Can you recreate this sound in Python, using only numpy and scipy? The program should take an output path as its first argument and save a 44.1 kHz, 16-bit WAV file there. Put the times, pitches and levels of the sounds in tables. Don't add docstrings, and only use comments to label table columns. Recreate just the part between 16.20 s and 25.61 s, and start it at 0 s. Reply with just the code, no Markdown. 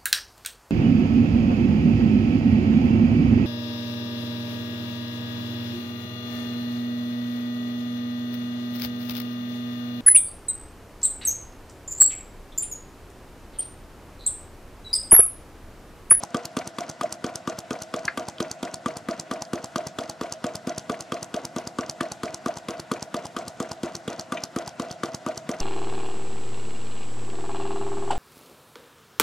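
import sys
import numpy as np
from scipy import signal
from scipy.fft import rfft, irfft, next_fast_len
from scipy.io import wavfile
from scipy.ndimage import uniform_filter1d

SR = 44100
rng = np.random.default_rng(int(sys.argv[2]) if len(sys.argv) > 2 else 0)


def generate_wav(sig):
    pcm = np.round(np.clip(np.atleast_2d(sig).T, -1, 1) * 32767).astype(np.int16)
    wavfile.write(sys.argv[1], SR, pcm)


def invert_db(x):
    u = np.asarray(x, float) / 20
    return 10 ** u


N = 414981


def at_hz(points, hz):
    point_hz, value = np.transpose(points)
    return np.interp(np.log(hz), np.log(point_hz), value)


def rms_one(x):
    return x / np.sqrt(np.mean(x ** 2) + 1e-20)


def highpass(x, hz):
    return signal.sosfilt(signal.butter(2, hz, "high", fs=SR, output="sos"), x)


def lowpass(x, hz, order):
    return signal.sosfilt(signal.butter(order, hz, fs=SR, output="sos"), x)


def spikes(times_s, level_db):
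    out = np.full(N, 1e-18)
    index = (np.asarray(times_s) * SR).astype(int)
    out[np.clip(index, 0, N - 1)] = invert_db(level_db)
    return out


def ring(x, hz, t60_s):
    r, w = invert_db(-60 / (t60_s * SR)), 2 * np.pi * hz / SR
    return signal.lfilter([0, np.sin(w)], [1, -2 * r * np.cos(w), r * r], x)


def pluck(x, hz, t60_s):
    return ring(ring(x, hz, t60_s), hz, t60_s) * 2 * np.e * np.log(1000) / (t60_s * SR)


def scatter(x, spread_s):
    r = np.exp(-1 / (spread_s * SR))
    swell = signal.lfilter([0, 2 * (1 - r) ** 1.403], [1, -2 * r, r * r], x)
    return swell * rng.uniform(-np.sqrt(3), np.sqrt(3), len(x))


def strike(times_s, level_db, modes, uneven_db, spread_s=0):
    out, luck = 0, rng.standard_normal((len(times_s), len(modes)))
    for k, (hz, mode_db, t60_s) in enumerate(modes):
        blows = spikes(times_s, level_db + mode_db + uneven_db * luck[:, k])
        if spread_s:
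            blows = scatter(blows, spread_s)
        out = out + ring(blows, hz, t60_s)
    return out


def glides(times_s, level_db, hz, turns, rise_s, fall_s, octaves):
    t = np.arange(-3 * rise_s, 3 * fall_s, 1 / SR)
    shape = np.exp(-np.where(t < 0, t / rise_s, t / fall_s) ** 2)
    stretch_s = t + np.cumsum(2 ** (octaves * np.tanh(t / rise_s)) - 1) / SR
    out = np.zeros(N + len(t))
    for s, db, centre_hz, turn in zip(times_s, level_db, hz, turns):
        i = round((s + t[0]) * SR)
        out[i:i + len(t)] += invert_db(db) * shape * np.sin(2 * np.pi * (centre_hz * stretch_s + turn))
    return out[:N]


def resonate(x, peaks):
    out = 0
    for k, (hz, width_hz, level_db) in enumerate(peaks):
        r = np.exp(-np.pi * width_hz / SR)
        a = [1, -2 * r * np.cos(2 * np.pi * hz / SR), r * r]
        out = out + (-1) ** k * invert_db(level_db) * signal.lfilter([1 - r * r, 0, r * r - 1], a, x)
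    return rms_one(out)


def flicker(rate_hz):
    points = rng.standard_normal(int(N / SR * rate_hz) + 2)
    return np.interp(np.arange(N) * rate_hz / SR, np.arange(len(points)), points) * 1.22


# hz, likeness_0_1
LIKENESS = [(30, 0.3), (200, 1), (1000, 0.14), (4000, 1), (14000, 0.44)]
PATCHY_DB = 2.2


def banded_noise(spectrum):
    out, edges_hz = 0, 22 * 2 ** np.arange(0, 9.6, .5)
    white = rng.standard_normal((2, 2, N))
    for k, (low_hz, high_hz) in enumerate(zip(edges_hz, edges_hz[1:])):
        hz = np.sqrt(low_hz * high_hz)
        if spectrum[0][0] < hz < spectrum[-1][0]:
            band = signal.butter(2, [low_hz, high_hz], "band", fs=SR, output="sos")
            mid, side = signal.sosfilt(band, white[k % 2])
            alike = np.clip(at_hz(LIKENESS, hz), 0, 1)
            stereo = np.sqrt(1 + alike) * mid + np.sqrt(1 - alike) * side * [[1], [-1]]
            out = out + invert_db(at_hz(spectrum, hz) + PATCHY_DB * flicker(40)) * stereo
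    return rms_one(out)


# hz, level_db
FLOOR = [(15, -52), (25, -50), (127, 8), (334, 0), (394, -3), (632, -9), (839, -2.5), (1700, -6.5),
         (7000, -18), (9100, -48), (15400, -120)]


def room_air():
    return invert_db(-51) * banded_noise(FLOOR)


# time_s, crank_turns
CRANK = [(-.0736, -1), (.5855, 2), (.9262, 3.5), (1.2732, 5), (2.0868, 8.5), (2.9991, 12.5), (3.4446, 14.5),
         (4.0103, 17), (4.3555, 18.5), (4.8079, 20.5), (6.0311, 26), (7.2821, 31.5), (7.7535, 33.5),
         (8.3604, 36), (8.9481, 38.5), (9.2917, 40), (9.6282, 41.5)]


def crank_times(turn):
    s, turns = np.transpose(CRANK)
    times_s = np.interp(np.arange(turns[-1]) + turn, turns, s)
    return times_s[times_s < N / SR]


def cycle(times_s, usual, odd):
    mean, spread = np.transpose(usual)
    rows = np.c_[times_s, mean + spread * rng.standard_normal((len(times_s), len(usual)))]
    for row in odd:
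        rows[np.argmin(abs(times_s - row[0])), :len(row)] = row
    return rows


# crank_turn_0_1, port_db, rub_db, hiss_db
TURN = [(0, -36, -25.5, -32.5), (0.022, -44.5, -40, -50), (.1, -36, -38.5, -50), (.2, -38.5, -45.5, -61.5),
        (0.239, -37, -41, -56), (.36, -43, -49.5, -92), (.49, -44.5, -41.5, -48.5), (.7, -45, -63.5, -64),
        (1, -50, -46, -64)]
# hz, width_hz, level_db
PORT = [(622.5, 17.6, 3.5), (690.8, 78.5, 2.5), (517, 104, -6.5)]
# hz, width_hz, level_db
RUB = [(256, 155, 5), (321, 9.1, -12), (935, 50, 2), (1162, 256, 0), (1447, 127, 1.5), (2006, 94, -3.5),
       (2390, 1360, -12), (2910, 16, -7.5)]
# hz, level_db_per_hz
HISS = [(1470, -54), (2500, 1), (3130, -1.5), (3770, -1.5), (6110, 3.5), (10000, -7), (14800, -22),
        (16000, -37)]


def running(knock_s):
    s = np.r_[2 * knock_s[0] - knock_s[1], knock_s, 2 * knock_s[-1] - knock_s[-2]]
    angle = np.interp(np.arange(N) / SR, s, np.arange(len(s))) % 1
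    turn, *levels = np.transpose(TURN)
    port_db, rub_db, hiss_db = [np.interp(angle, turn, db) for db in levels]
    grain_db = 2.2 * np.minimum(rng.exponential(1, N), 3)
    grit = (rng.random(N) < 2500 / SR) * invert_db(grain_db) * rng.choice([-1, 1], N)
    air = invert_db(port_db) * resonate(rng.standard_normal(N), PORT)
    bearing_hum = invert_db(-58) * resonate(rng.standard_normal(N), RUB[4:6] + RUB[7:])
    return air, invert_db(rub_db) * resonate(grit, RUB) + bearing_hum, invert_db(hiss_db) * banded_noise(HISS)


# mean_db, spread_db
USUAL_VALVE = [(-15.5, -0.45), (-31.5, 2.5), (-30, 1)]
# start_s, click_db, tock_db
ODD_VALVES = [(0.0365, -15, -20), (.255, -12.5, -39), (0.6992, -19.5, -29), (1.1577, -14.5, -40),
              (2.0868, -17.5, -23.5), (2.9984, -14, -37), (3.2224, -17, -19.5), (3.4443, -18, -25),
              (3.898, -15, -27), (4.1248, -13, -28), (4.5822, -15, -44), (5.4747, -16.5, -35.5),
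              (6.3727, -19.5, -26), (7.0558, -22.5, -24), (7.5173, -17.5, -21.5), (8.2385, -12, -26),
              (8.478, -16.5, -23.5), (8.7138, -18.5, -45), (9.177, -15.5, -42)]


def valve_strokes():
    return cycle(crank_times(-.5), USUAL_VALVE, ODD_VALVES)


# hz, level_db, t60_s
PUFF = [(133, 7.5, 0.016), (220, -23.5, 0.0095), (337, -22.5, 0.22)]
# hz, level_db, t60_s
TOCK = [(830, -2.2, 0.035), (986, -1.2, 0.02)]
# hz, level_db, t60_s
STEEL = [(3337, 7.5, 0.0073), (4567, 0, 0.0065), (5087, -6.5, 0.011), (6010, 1, 0.0041), (6424, -8, 0.0075),
         (7363, -3, 0.0051), (8970, 2, 0.0034), (10230, 5.5, 0.00097), (13400, -43, .008)]
PUFF_BEFORE_S = .004


def valve(strokes):
    s, tock_db, step_db = strokes[:, 0] - PUFF_BEFORE_S, strokes[:, 2], strokes[:, 3]
    swing = strike(s + .00044, step_db, PUFF, uneven_db=2.5)
    step = np.diff(swing, prepend=0) * SR / (2 * np.pi * 170)
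    step = lowpass(step, 2000, order=1)
    leak = strike(s, step_db - 7.5, STEEL[1:4], uneven_db=2, spread_s=.00063)
    tock = strike(s + .00341, tock_db - 4.5, TOCK, uneven_db=2.5)
    return tock + leak - step


STEEL_UNEVEN_DB, HELD_SHARE, RATTLE_DB = 2.5, .42, -9


def steel(events, modes, focus_db, gain_db):
    s, level_db, bright_hz = np.transpose(events)
    out, luck = 0, rng.standard_normal((len(s), len(modes), 2))
    for k, (hz, mode_db, t60_s) in enumerate(modes):
        match_db = -np.minimum(focus_db * np.log2(hz / bright_hz) ** 2, 19)
        match_db = match_db + STEEL_UNEVEN_DB * luck[:, k, 0]
        blow_s = s - .0006 + .00038 * luck[:, k, 1]
        blows = spikes(blow_s, level_db + mode_db + match_db + gain_db)
        rattle = ring(scatter(blows, .0015), hz, t60_s)
        out = out + pluck(blows, hz, HELD_SHARE * t60_s) + invert_db(RATTLE_DB) * rattle
    return out


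CLICK_HZ, CLICK_SAG_HZ_PER_S, CLICK_SPREAD_HZ = 6640, 80, 120


def valve_clicks(strokes):
    s = strokes[:, 0]
    bright_hz = CLICK_HZ - CLICK_SAG_HZ_PER_S * s + CLICK_SPREAD_HZ * rng.standard_normal(len(s))
    return steel(np.c_[strokes[:, :2], bright_hz], STEEL[1:], focus_db=21.5, gain_db=-7.5)


def tick_events(times_s, rule, odd=()):
    delay_s, scatter_s, level_db, spread_db, bright_hz = rule
    late_s = delay_s + scatter_s * rng.standard_normal(len(times_s))
    return cycle(times_s + late_s, [(level_db, spread_db), (bright_hz, .04 * bright_hz)], odd)


# delay_s, scatter_s, mean_db,
# spread_db, bright_hz
EARLY_LINK_BEFORE_VALVE = (-.031, .003, -45, 3, 5500)
LINK_BEFORE_VALVE = (-.017, .002, -44, 3, 6000)
VALVE_REBOUND = (.0138, .0012, -36, 2.5, 6430)
LINK_AFTER_KNOCK = (.0243, .0009, -29.5, 1.5, 6250)
# start_s, peak_db
ODD_REBOUNDS = [(.269, -50), (.49, -50), (1.171, -50), (1.6343, -35), (1.868, -50), (3.0103, -32),
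                (3.235, -50), (4.1373, -32), (4.3668, -32.6), (4.5952, -34), (5.266, -48), (5.488, -50),
                (5.934, -44), (6.159, -44), (6.612, -46), (7.296, -48), (7.5316, -34), (7.766, -33),
                (8.0105, -32.5), (8.2528, -34), (8.962, -48), (9.191, -46)]
# start_s, peak_db
ODD_LINKS = [(0.1696, -26), (.3897, -25.5), (1.9972, -32), (2.2271, -26), (3.8086, -35), (4.036, -36),
             (4.267, -26), (4.4948, -28), (5.8323, -34), (6.967, -28.5), (7.6597, -36), (7.9023, -34),
             (8.1464, -35), (8.3878, -26.5)]
# start_s, peak_db, bright_hz
STRAY_TICKS = [
    (.1065, -44, 6200),
    (.567, -46, 6200),
    (.6934, -30, 6430),
    (1.7928, -36, 6000),
    (2.1839, -37, 3780),
    (3.2524, -35.5, 5100),
    (3.8364, -31.5, 6200),
    (7.9307, -35, 6037),
    (8.4242, -42, 4074),
    (8.7031, -41, 4000),
]


def link_ticks(knock_s, valve_s):
    ticks = np.r_[tick_events(knock_s, LINK_AFTER_KNOCK, ODD_LINKS),
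                  tick_events(valve_s, LINK_BEFORE_VALVE),
                  tick_events(valve_s, EARLY_LINK_BEFORE_VALVE),
                  tick_events(valve_s[:-1], VALVE_REBOUND, ODD_REBOUNDS),
                  STRAY_TICKS]
    return steel(ticks, STEEL, focus_db=53, gain_db=.5)


# mean_db, spread_db
USUAL_KNOCK = [(-17, 1.2), (-22, -1.5), (-27.5, 3.5), (-37, 2.5)]
# start_s, thud_db, ring_db, crack_db
ODD_KNOCKS = [(0.1443, -14, -18.5, -26), (.367, -19.5, -21, -22), (0.5845, -25, -22.5, -25.5),
              (0.8109, -23.5, -21, -26), (1.0417, -18, -23.5, -28), (1.9742, -17.5, -20, -26),
              (2.4282, -21, -30, -30), (2.6593, -17.5, -20, -28), (3.3322, -17.5, -28.8, -26.5),
              (3.5581, -19, -20, -24), (3.7858, -21, -26, -26.5), (4.4708, -20, -26, -30.5),
              (4.9202, -16.5, -20, -27), (5.141, -19, -28.5, -26.5), (5.3622, -20, -26.5, -30),
              (5.586, -19, -21, -27.5), (5.8078, -21, -21.5, -26), (6.033, -21, -22, -27),
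              (6.4851, -19.5, -28.5, -30), (7.1652, -23, -20.5, -27), (7.6326, -20, -46, -31.5),
              (7.8777, -18, -31, -32), (8.1216, -21, -21, -27.5), (8.8335, -16, -20.5, -26),
              (9.0636, -17, -21.5, -46), (9.2913, -15.5, -26, -34)]


def knock_blows():
    return cycle(crank_times(.005), USUAL_KNOCK, ODD_KNOCKS)


# hz, level_db, t60_s
BENCH = [(140, -54, 0.0084), (210, -42, 0.099), (259.2, 4, 0.04), (339.6, -5, 0.12), (433.4, -6.5, 0.096),
         (479.3, -13.5, 0.3), (490, -45, 0.047)]
# hz, level_db, t60_s
FRAME = [(965, -28, 0.034), (1177, -1, 0.046), (1236, -10.5, 0.066), (1480, -8, 0.028), (2214, -41, 0.01)]
# hz, level_db, t60_s
GRIT = [(1440, -8, 0.014), (2250, -3.5, 0.007), (2960, -11, 0.0039), (4190, -18.5, 0.015)]
CONTACT_HZ = 5000


def knocks(blows):
    s, thud_db, ring_db, crack_db, _ = blows.T
    soft = np.hanning(50)
    thud = strike(s + .0021, thud_db - 4, BENCH, uneven_db=2.5)
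    thud = highpass(np.convolve(thud, soft / soft.sum())[:N], 110)
    clean = strike(s + .00075, ring_db - 1.5, FRAME, uneven_db=2.5)
    rattle = strike(s + .0026, ring_db - 12, FRAME + GRIT[1:2], uneven_db=3, spread_s=.0017)
    frame = lowpass(rattle - clean, CONTACT_HZ, order=2)
    crack = strike(s + .00092, crack_db - 8, STEEL, STEEL_UNEVEN_DB, spread_s=.0016)
    return thud, frame, crack


# start_s, peak_db
ODD_WHOOPS = [(1.3055, -32), (2.6927, -31), (3.5923, -19.5), (5.1753, -20), (5.3952, -46), (5.6173, -32),
              (6.2946, -19), (6.5212, -32), (7.4348, -31), (7.6693, -24.5), (8.8656, -39), (9.324, -24)]
WHOOP_AFTER_S, WHOOP_DB, WHOOP_SPREAD_DB = .0343, -24, 2.5


def port(knock_s):
    s, level_db = cycle(knock_s + WHOOP_AFTER_S, [(WHOOP_DB, WHOOP_SPREAD_DB)], ODD_WHOOPS).T
    luck = rng.random((2, len(s)))
    out = 0
    for mode_hz, _, _ in PORT[:2]:
        hz = mode_hz + 14 * (luck[0] - .5)
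        out = out + glides(s, level_db - 7.5, hz, luck[1], rise_s=.012, fall_s=.013, octaves=0)
    return out


SQUEAK_AFTER_S = .0475


def slide(blows):
    s, level_db = blows[:, 0] + SQUEAK_AFTER_S, blows[:, 4]
    luck = rng.random((2, len(s)))
    hz = 1600 + 500 * luck[0]
    squeak = glides(s, level_db - 6.5, hz, luck[1], rise_s=.00508, fall_s=.0061, octaves=.482)
    squeak *= 1 + 4 * uniform_filter1d(rng.standard_normal(N), size=25)
    rustle = strike(s - .004, level_db + 3, GRIT, uneven_db=3, spread_s=.0039)
    return squeak + rustle


# start_s, peak_db, pitch_hz
TAPS = [
    (1.8791, -16.5, 1647),
    (5.8043, -29, 1770),
    (8.1713, -26.5, 2405),
]


def taps():
    out, blow = np.zeros(N), spikes([0], 0)[:SR // 5]
    for s, level_db, hz in TAPS:
        modes = [(hz, 0, .012), (hz * 1.25, -7, .014), (hz * .83, -10, .014),
                 (hz * 1.5, -12, .012), (hz * 2.65, -16, .008)]
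        for mode_hz, mode_db, t60_s in modes:
            chatter = invert_db(-2) * scatter(blow, .0037) + invert_db(-11) * scatter(blow, .017)
            sound = pluck(blow, mode_hz, t60_s) + ring(chatter, mode_hz, t60_s)
            out[round(s * SR):][:len(blow)] += invert_db(level_db + mode_db) * sound
    return out


SHOP_T60_S, WALL_CUT_HZ, SHOP_DB = .18, 15000, -28.5


def workshop(x):
    size = next_fast_len(N + SR)
    w = 2 * np.pi * np.fft.rfftfreq(size, 1 / SR)
    dull = 1 / (1 + 1j * w / (2 * np.pi * WALL_CUT_HZ))
    sides = np.zeros((2, len(w)), complex)
    for k, lag_s in enumerate(rng.uniform(.0074, .029, 16)):
        trip = invert_db(-60 * lag_s / SHOP_T60_S) * dull * np.exp(-1j * w * lag_s)
        sides[k % 2] += (-1) ** (k // 2) * trip / (1 - trip)
    return invert_db(SHOP_DB) * irfft(sides * rfft(x, size), size)[:, :N]


def place(x, pan_db, lag_s=0.):
    n = np.arange(N)
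    ports = [np.interp(n + side * lag_s * SR / 2, n, x) for side in (1, -1)]
    return np.array(ports) * invert_db(np.array([[pan_db], [-pan_db]]) / 2)


def scene():
    strokes, blows = valve_strokes(), knock_blows()
    valve_s, knock_s = strokes[:, 0], blows[:, 0]
    air, rub, hiss = running(knock_s)
    thud, frame, crack = knocks(blows)
    low = thud + valve(strokes)
    column = air + port(knock_s)
    middle = frame + rub + slide(blows) + taps()
    high = crack + valve_clicks(strokes) + link_ticks(knock_s, valve_s)
    direct = place(low, pan_db=-.3) + place(column, pan_db=-.6, lag_s=.0001)
    direct += place(middle, pan_db=2, lag_s=.00003) + place(high, pan_db=-.8, lag_s=.000015)
    return direct + hiss + workshop(low + column + middle + high) + room_air()


def band_limit(x):
    return signal.sosfilt(signal.butter(12, 16480, fs=SR, output="sos"), x)


def record(dry):
    bass_cut = signal.butter(2, 65, "high", fs=SR, output="sos")
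    top_cut = signal.cheby2(12, 70, 16400 * 1.03, fs=SR, output="sos")
    return band_limit(signal.sosfilt(np.r_[bass_cut, top_cut], dry))


dry = scene()
out = record(dry)
generate_wav(out)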